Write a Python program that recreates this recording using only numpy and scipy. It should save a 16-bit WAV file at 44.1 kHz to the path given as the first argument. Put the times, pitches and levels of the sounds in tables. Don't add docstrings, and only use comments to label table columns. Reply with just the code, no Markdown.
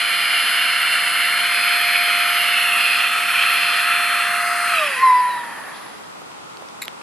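import sys
import numpy as np
from scipy import signal
from scipy.fft import rfft, irfft, next_fast_len
from scipy.io import wavfile
from scipy.ndimage import map_coordinates

SR = 44100
rng = np.random.default_rng(int(sys.argv[2]) if len(sys.argv) > 2 else 0)


def boost(x):
    u = np.asarray(x, float) / 20
    return 10 ** u


def transcribe(u):
    v = np.clip(np.atleast_2d(u).T, -1, 1)
    q = np.round(v * 32767).astype(np.int16)
    wavfile.write(sys.argv[1], SR, q)


N = 309582
OFF_S = 4.728


def rms_one(x):
    return x / np.sqrt(np.mean(np.abs(x) ** 2) + 1e-20)


def in_time(rows):
    s, *columns = np.transpose(rows)
    return [np.interp(np.arange(N) / SR, s, c) for c in columns]


def at_hz(points, hz):
    points_hz, values = np.transpose(points)
    return np.interp(np.log(hz), np.log(points_hz), values)


def drift(rate_hz):
    r = np.exp(-80 * np.pi * rate_hz / SR)
    coarse = rng.standard_normal(N // 40 + 2002)
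    slow = signal.lfilter([1], [1, -2 * r, r * r], coarse)[2000:]
    return np.interp(np.arange(N) / 40, np.arange(len(slow)), rms_one(slow - slow.mean()))


def turn(hz):
    return 2 * np.pi * np.cumsum(hz) / SR


def swell_db(s, rise_db_per_s, fall_db_per_s, bend_db=0, hold_s=0):
    t = np.arange(N) / SR - s
    after = np.maximum(t - hold_s, 0)
    return rise_db_per_s * np.minimum(t, 0) - fall_db_per_s * after - bend_db * after ** 2


def pair(mid, side, alike):
    return (np.sqrt(1 + alike) * mid + np.sqrt(1 - alike) * side * [[1], [-1]]) / np.sqrt(2)


def bands(spectrum, likeness, edges, patchy_db, change_db):
    out, white = 0, rng.standard_normal((2, 2, N))
    for k, (low, high) in enumerate(zip(edges, edges[1:])):
        band = signal.butter(3, [low, high], "band", fs=SR, output="sos")
        mid, side = signal.sosfilt(band, white[k % 2])
        hz = np.sqrt(low * high)
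        flicker_db = patchy_db * (drift(0.82) + 0.64 * drift(13.0))
        level_db = at_hz(spectrum, hz) + flicker_db + change_db(hz)
        out = out + boost(level_db) * pair(mid, side, at_hz(likeness, hz))
    return out


# pitch_hz, left_right_likeness [-1..1]
NEAR_LIKENESS = [(500, .97), (2000, .955), (4000, .89), (7000, .8), (12000, .72)]


def blown(hz, width_hz):
    r = np.exp(-np.pi * width_hz * 1.55 / SR)
    swing = rng.standard_normal((2, N)) + 1j * rng.standard_normal((2, N))
    ringing = signal.lfilter([1], [1, -2 * r, r * r], swing)
    mid, side = np.real(ringing * np.exp(1j * turn(hz)))
    return rms_one(pair(mid, side, at_hz(NEAR_LIKENESS, np.median(hz))))


# start_s, rate_hz [turns per s]
SHAFT = [(0, 699.1), (.5, 702.3), (.65, 704.8), (1.1, 702.8), (1.55, 701.8), (1.7, 704.3), (2.15, 701.6),
         (2.7, 703.8), (2.9, 702.2), (3.35, 704.4), (3.75, 701.2), (4.1, 702.5), (4.728, 701.6)]


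def shaft_hz():
    drag_hz, drag_s, friction_hz_per_s = 314.7, .4062, 226.9
    coast_s = np.maximum(np.arange(N) / SR - OFF_S, 0)
    lost_hz = drag_hz * (1 - np.exp(-coast_s / drag_s)) + friction_hz_per_s * coast_s
    return np.maximum(in_time(SHAFT)[0] - lost_hz, 5)


# start_s, echo_hz [lowest pitch the pad's echo cancels], shading_db
GRIP = [(0, 2670, 0.5), (.5, 2546, 1), (1.3, 2505, -1), (1.55, 2790, 0), (2.2, 2750, 0), (2.5, 2480, -0.5),
        (2.75, 2290, -0.5), (2.95, 2240, 0.5), (3.2, 2100, -4), (3.5, 2176, 0), (4.2, 2150, -4.5),
        (4.4, 2300, -8), (4.65, 2190, -9.5), (4.76, 2180, -4.5), (5.5, 2190, -8.5)]


def pad_fill():
    return np.minimum(np.arange(N) / SR / OFF_S, 1)


def layer_db(db, fill_db, shaded, lean_db, power=0):
    echo_hz, shade_db = in_time(GRIP)
    lean = (echo_hz - 2500) / 250
    speed_db = 20 * np.log10(np.minimum(shaft_hz() / 697, 1))
    return db + fill_db * pad_fill() + shaded * shade_db + lean_db * lean + power * speed_db


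# start_s, length_s, shaft_multiple, level_db
COVERED = [(2.58, .2, 7, -15), (3.02, .53, 7, -14), (0, 1.4, 9, -6), (2.45, .5, 9, -7), (3.85, .55, 7, -15),
           (0, .9, 14, -14), (1.3, .2, 14, -10), (2.45, .75, 14, -9), (4.2, .6, 14, -18),
           (2.95, .95, 13, -8), (4.25, .5, 13, -12), (1.55, .75, 15, -7), (4.3, .5, 5, -8)]
HELD = {1: (-41.5, 10.5, -0.42, 2.5), 5: (-39, 4, 0.5, 0), 6: (-34.5, 8, 0.87, 1.2),
        7: (-38, -4, 0.5, -0.5), 13: (-44, -2, 1, -3.5), 14: (-37, -6.5, 0.7, 0), 15: (-39.5, -2, -0.1, 1)}
# shaft_multiple, level_db
DRIVEN = [(2, -42), (3, -36), (4, -41), (8, -56), (9, -53), (10, -62), (11, -54), (12, -50), (16, -51),
          (17, -58), (18, -51)]


def driven_partial_db(k):
    t, edge_s = np.arange(N) / SR, 0.05
    level_db = layer_db(*HELD[k]) if k in HELD else dict(DRIVEN).get(k, -90)
    for s, length_s, hidden, db in COVERED:
        if hidden == k:
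            inside_s = np.minimum(t - s, s + length_s - t)
            level_db = level_db + db * np.clip(inside_s / edge_s + .5, 0, 1)
    return level_db


# pitch_hz, level_db
HOUSING = [(600, -70), (1500, -54), (2600, -64), (3600, -57.5), (5300, -64.5), (6200, -73), (7500, -80),
           (9000, -60), (9800, -58), (10450, -43.5), (11200, -51), (12200, -64), (13300, -64)]


def coasting_partial_db(k, shaft, speed_db):
    if k == 1:
        return -26.5 + 5.2 * speed_db
    level_db = at_hz(HOUSING, k * shaft) + 1.44 * speed_db
    level_db = level_db + swell_db(5.85, 0, 35)
    level_db = level_db + 5 * (k % 3 == 0) + 1 * (k % 9 == 0)
    if k <= 13:
        level_db = level_db + 13 + 3 * np.cos(2 * np.pi * k * shaft / 1000)
    return level_db + 4 * (k == 13)


def motor():
    shaft, stop_s = shaft_hz(), 6.3
    phase = turn(shaft)
    off = np.clip((np.arange(N) / SR - OFF_S) / .09, 0, 1)
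    speed_db, out = layer_db(0, 0, 0, 0, power=1), np.zeros(N)
    for k in range(1, 150):
        heard = slice(np.argmax(k * shaft < 13500), int(stop_s * SR))
        level_db = (1 - off) * driven_partial_db(k) + off * coasting_partial_db(k, shaft, speed_db)
        slow_db = (0.8 + .06 * k) * (1 - off) * drift(.8)
        level_db = level_db + slow_db + (1.1 + 2.2 * off) * drift(14.)
        tone = np.sin(k * phase[heard] + rng.uniform(0, 2 * np.pi))
        out[heard] += np.sqrt(2) * boost(level_db[heard]) * tone
    return out


# pitch_hz, level_db [per Hz]
AIR = [(450, -51), (700, -18), (950, -17.5), (1200, -8), (1500, -2.5), (1800, 0), (2300, -2.5),
       (3100, -8.5), (3500, -23.5), (5100, -19), (5600, -40), (7200, -27.5), (12600, -26.5), (13300, -32)]


def roar(surge_db):
    low = layer_db(0.48, -1.05, -0.17, -0.13, power=1.7)
    mid = layer_db(-0.26, 1.2, 0.7, -1, power=2.4) + surge_db
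    high = layer_db(-0.3, -1, -0.1, -1.4, power=1.5) + 0.38 * surge_db

    def change_db(hz):
        return low if hz < 2300 else mid if hz < 3600 else high

    noise = bands(AIR, NEAR_LIKENESS, np.geomspace(480, 13300, 24), 1.0, change_db)
    return boost(-22.5) * noise / np.sqrt(np.mean(noise[:, :int(4.2 * SR)] ** 2))


# start_s, pitch_hz
VALVE = [(0, 1397), (4.7, 1304), (4.795, 1273), (4.81, 1210), (4.9, 1150), (4.96, 1025), (5.02, 1055),
         (5.12, 1006), (5.38, 977), (5.56, 917)]
# level_db, fill_db, shading_share, lean_db
NOZZLE = (-30, 9, 0.22, 0.2)


def cavities(surge_db):
    t = np.arange(N) / SR
    sigh_s = 4.92
    sigh_hz = 1936 - 250 * np.clip(t - sigh_s, 0, 1)
    sigh_db = -25.5 + swell_db(sigh_s, 300, 20) + swell_db(5.7, 0, 60)
    fan_box_db = layer_db(-20.5, 3.5, 1.62, -0.3, power=2) + surge_db - 2.0
    nozzle_db = layer_db(*NOZZLE) + swell_db(OFF_S, 0, 90) - 1.5
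    leak_db = -36.5 + swell_db(5.5, 14, 0, bend_db=53.5)
    rustle_db = -46 + swell_db(5.76, 110, 46)
    resonances = ((np.full(N, 2620), 600, fan_box_db),
                  (in_time(VALVE)[0], 140, nozzle_db),
                  (sigh_hz, 130, sigh_db),
                  (np.full(N, 1024), 450, leak_db),
                  (np.full(N, 3480), 1600, rustle_db))
    return sum(boost(level_db + drift(14.5)) * blown(hz, width_hz) for hz, width_hz, level_db in resonances)


# pitch_hz, width_hz
SLOTS = [(8580, 600), (10900, 590), (11530, 160), (9350, 310)]
# level_db, fill_db, shading_share, lean_db, shaft_speed_power [dB per dB]
SLOT_HISS = [(-44.5, 0, -0.59, 0.46, 3), (-36, 2.5, 1.63, .1, 2.1), (-43, 9.5, 1.2, 3, 2.2),
             (-46, 1, -0.73, 0.9, 2.2)]


def slots():
    out = 0
    for (hz, width_hz), answer in zip(SLOTS, SLOT_HISS):
        level_db = layer_db(*answer) + 1.5 * drift(2.5) + 1.7 * drift(21.0)
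        out = out + boost(level_db) * blown(np.full(N, hz), width_hz)
    return out


# start_s, level_db, length_s
SURGES = [
    (.01, 1, .05),
    (3.013, 3.5, 0.013),
    (3.42, 3.5, 0.029),
    (4.855, 4.5, 0.14),
]


def airflow():
    t = np.arange(N) / SR
    surge_db = sum(db * np.exp(-((t - s) / length_s) ** 2) for s, db, length_s in SURGES)
    return (roar(surge_db) + cavities(surge_db) + slots()) * boost(0.4 * drift(32.0))


def pad_echo(x):
    echo_hz, _ = in_time(GRIP)
    mid_band = signal.butter(2, [2160, 3700], "band", fs=SR, output="sos")
    mids = signal.sosfiltfilt(mid_band, x)
    late = np.arange(N) - 3 * SR / echo_hz
    x = x - 0.4 * np.array([map_coordinates(m, [late], order=3) for m in mids])
    spin = np.exp(1j * turn(echo_hz))
    near = signal.sosfiltfilt(signal.butter(1, 55, fs=SR, output="sos"), x / spin)
    depth = .95 - .55 * pad_fill()
    return x - 2 * depth * np.real(near * spin)


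# pitch_hz, level_db [per Hz]
OUTDOORS = [(30, -29), (70, -23), (110, -13), (200, -3), (450, -3), (750, -4), (1100, 3.5), (1500, -10),
            (2500, -11), (4000, -15), (7000, -21), (11000, -21), (12600, -37), (13800, -60)]
# pitch_hz, left_right_likeness [-1..1]
WIDE_LIKENESS = [(60, 0.95), (150, 0.068), (360, -0.65), (900, -0.34), (2220, -0.4), (5470, -0.39),
                 (13500, -0.071)]


def outdoors():
    bed = bands(OUTDOORS, WIDE_LIKENESS, np.geomspace(30, 13800, 20), 0.2, lambda hz: 0)
    return boost(-37) * rms_one(bed)


def electronics_whine():
    return boost(-68) * np.sin(turn(np.full(N, 7900)))


# start_s, level_db [peak], fade_db_per_s, bend_db_per_s2
WHISTLE = [
    (4.74, -20, 150, 100),
    (4.825, -21, 330, 100),
    (4.97, -31, 10, 100),
    (5.034, -11, 9, 118),
]


def whistle():
    hz, = in_time(VALVE)
    level = sum(boost(db + swell_db(s, 650, fade_db, bend_db)) for s, db, fade_db, bend_db in WHISTLE)
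    phase = turn(hz * (1 + 0.00483 * drift(35.)))
    octave = boost(-19.5 + 3.6 * drift(32.0)) * np.sin(2 * phase + 0.5)
    tone = np.sqrt(2) * (np.sin(phase) + octave)
    return level * (boost(0.8 * drift(50.0)) * tone + boost(-18) * blown(hz, 130))


def ring(clicks, hz, t60_s):
    r, w = boost(-60 / (t60_s * SR)), 2 * np.pi * hz / SR
    return signal.lfilter([0, np.sin(w)], [1, -2 * r * np.cos(w), r * r], clicks + 1e-18)


# start_s, level_db [peak], t60_s, pan_db [left over right], pitch_hz
TICKS = [
    (5.638, -25, 0.0032, 0.0, 3000),
    (6.219, -25, 0.0052, -1, 750),
    (6.317, -30, 0.004, -2, 2630),
    (6.571, -25, 0.0027, -4, 4500),
    (6.623, -24.5, 0.01, -0.5, 800),
    (6.687, -27.5, 0.0035, -5, 5330),
    (6.881, -10.5, 0.003, -2.0, 3140),
    (7.014, -29, 0.0072, 2.5, 2500),
]


def ticks():
    out = np.zeros((2, N))
    for s, peak_db, t60_s, pan_db, hz in TICKS:
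        click = np.zeros(N)
        click[round(s * SR)] = boost(peak_db)
        snap = ring(click, hz, t60_s) + 0.23 * ring(click, 0.71 * hz, 2.2 * t60_s)
        snap += 0.68 * np.diff(click, prepend=0)
        out += snap * boost(np.array([[.5], [-.5]]) * pan_db)
    return out


# start_s, level_db, hold_s
CAP_SLIP = [
    (6.818, -18.5, .0055),
    (6.8294, -27, .001),
    (6.8376, -28, .001),
    (6.849, -34, .001),
    (6.854, -33, .001),
]
# pitch_hz, level_db, t60_s
CAP_MODES = [(2220, -2.5, 0.0081), (3890, -4.5, 0.011), (7300, -6, 0.004), (9100, -12, .002),
             (11300, 0.5, .0015)]


def cap_scrape():
    force = sum(boost(db + swell_db(s, 30000, 3000, hold_s=hold_s)) for s, db, hold_s in CAP_SLIP)
    slips = (rng.random(N) < 4000 / SR) * force * rng.standard_normal(N)
    push = np.diff(slips, prepend=0)
    return sum(boost(db) * ring(push, hz, t60_s) * 4000 / hz for hz, db, t60_s in CAP_MODES)


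# pitch_hz, level_db [left over right]
PORTS = [(500, -2.5), (1400, 1), (2100, -2), (2800, -3.5), (3500, -2.5), (4200, 4), (4900, 11), (5600, -1),
         (6400, 11), (7700, 5), (9100, -1.5), (9900, 9), (11000, 0.5), (13000, 8)]


def at_ports(x):
    size = next_fast_len(N + 2048)
    hz = np.maximum(np.fft.rfftfreq(size, 1 / SR), 1)
    half = boost(at_hz(PORTS, hz) / 2)
    lead_s = 1.8e-5 / (1 + (hz / 6500) ** 4)
    small = 1 / np.sqrt(1 + (380 / hz) ** 8)
    left = half * np.exp(2j * np.pi * hz * lead_s)
    return irfft(rfft(x, size) * small * [left, 1 / half], size)[:, :N]


def scene():
    pump = motor() + pad_echo(airflow()) + whistle()
    return at_ports(pump + ticks() + cap_scrape()) + electronics_whine() + outdoors()


def low_pass(x):
    return signal.sosfilt(signal.butter(12, 14100, fs=SR, output="sos"), x)


def record(dry):
    steep = signal.cheby2(20, 50, 13250, fs=SR, output="sos")
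    mix = signal.sosfilt(steep, dry)
    return low_pass(mix)


dry = scene()
out = record(dry)
transcribe(out)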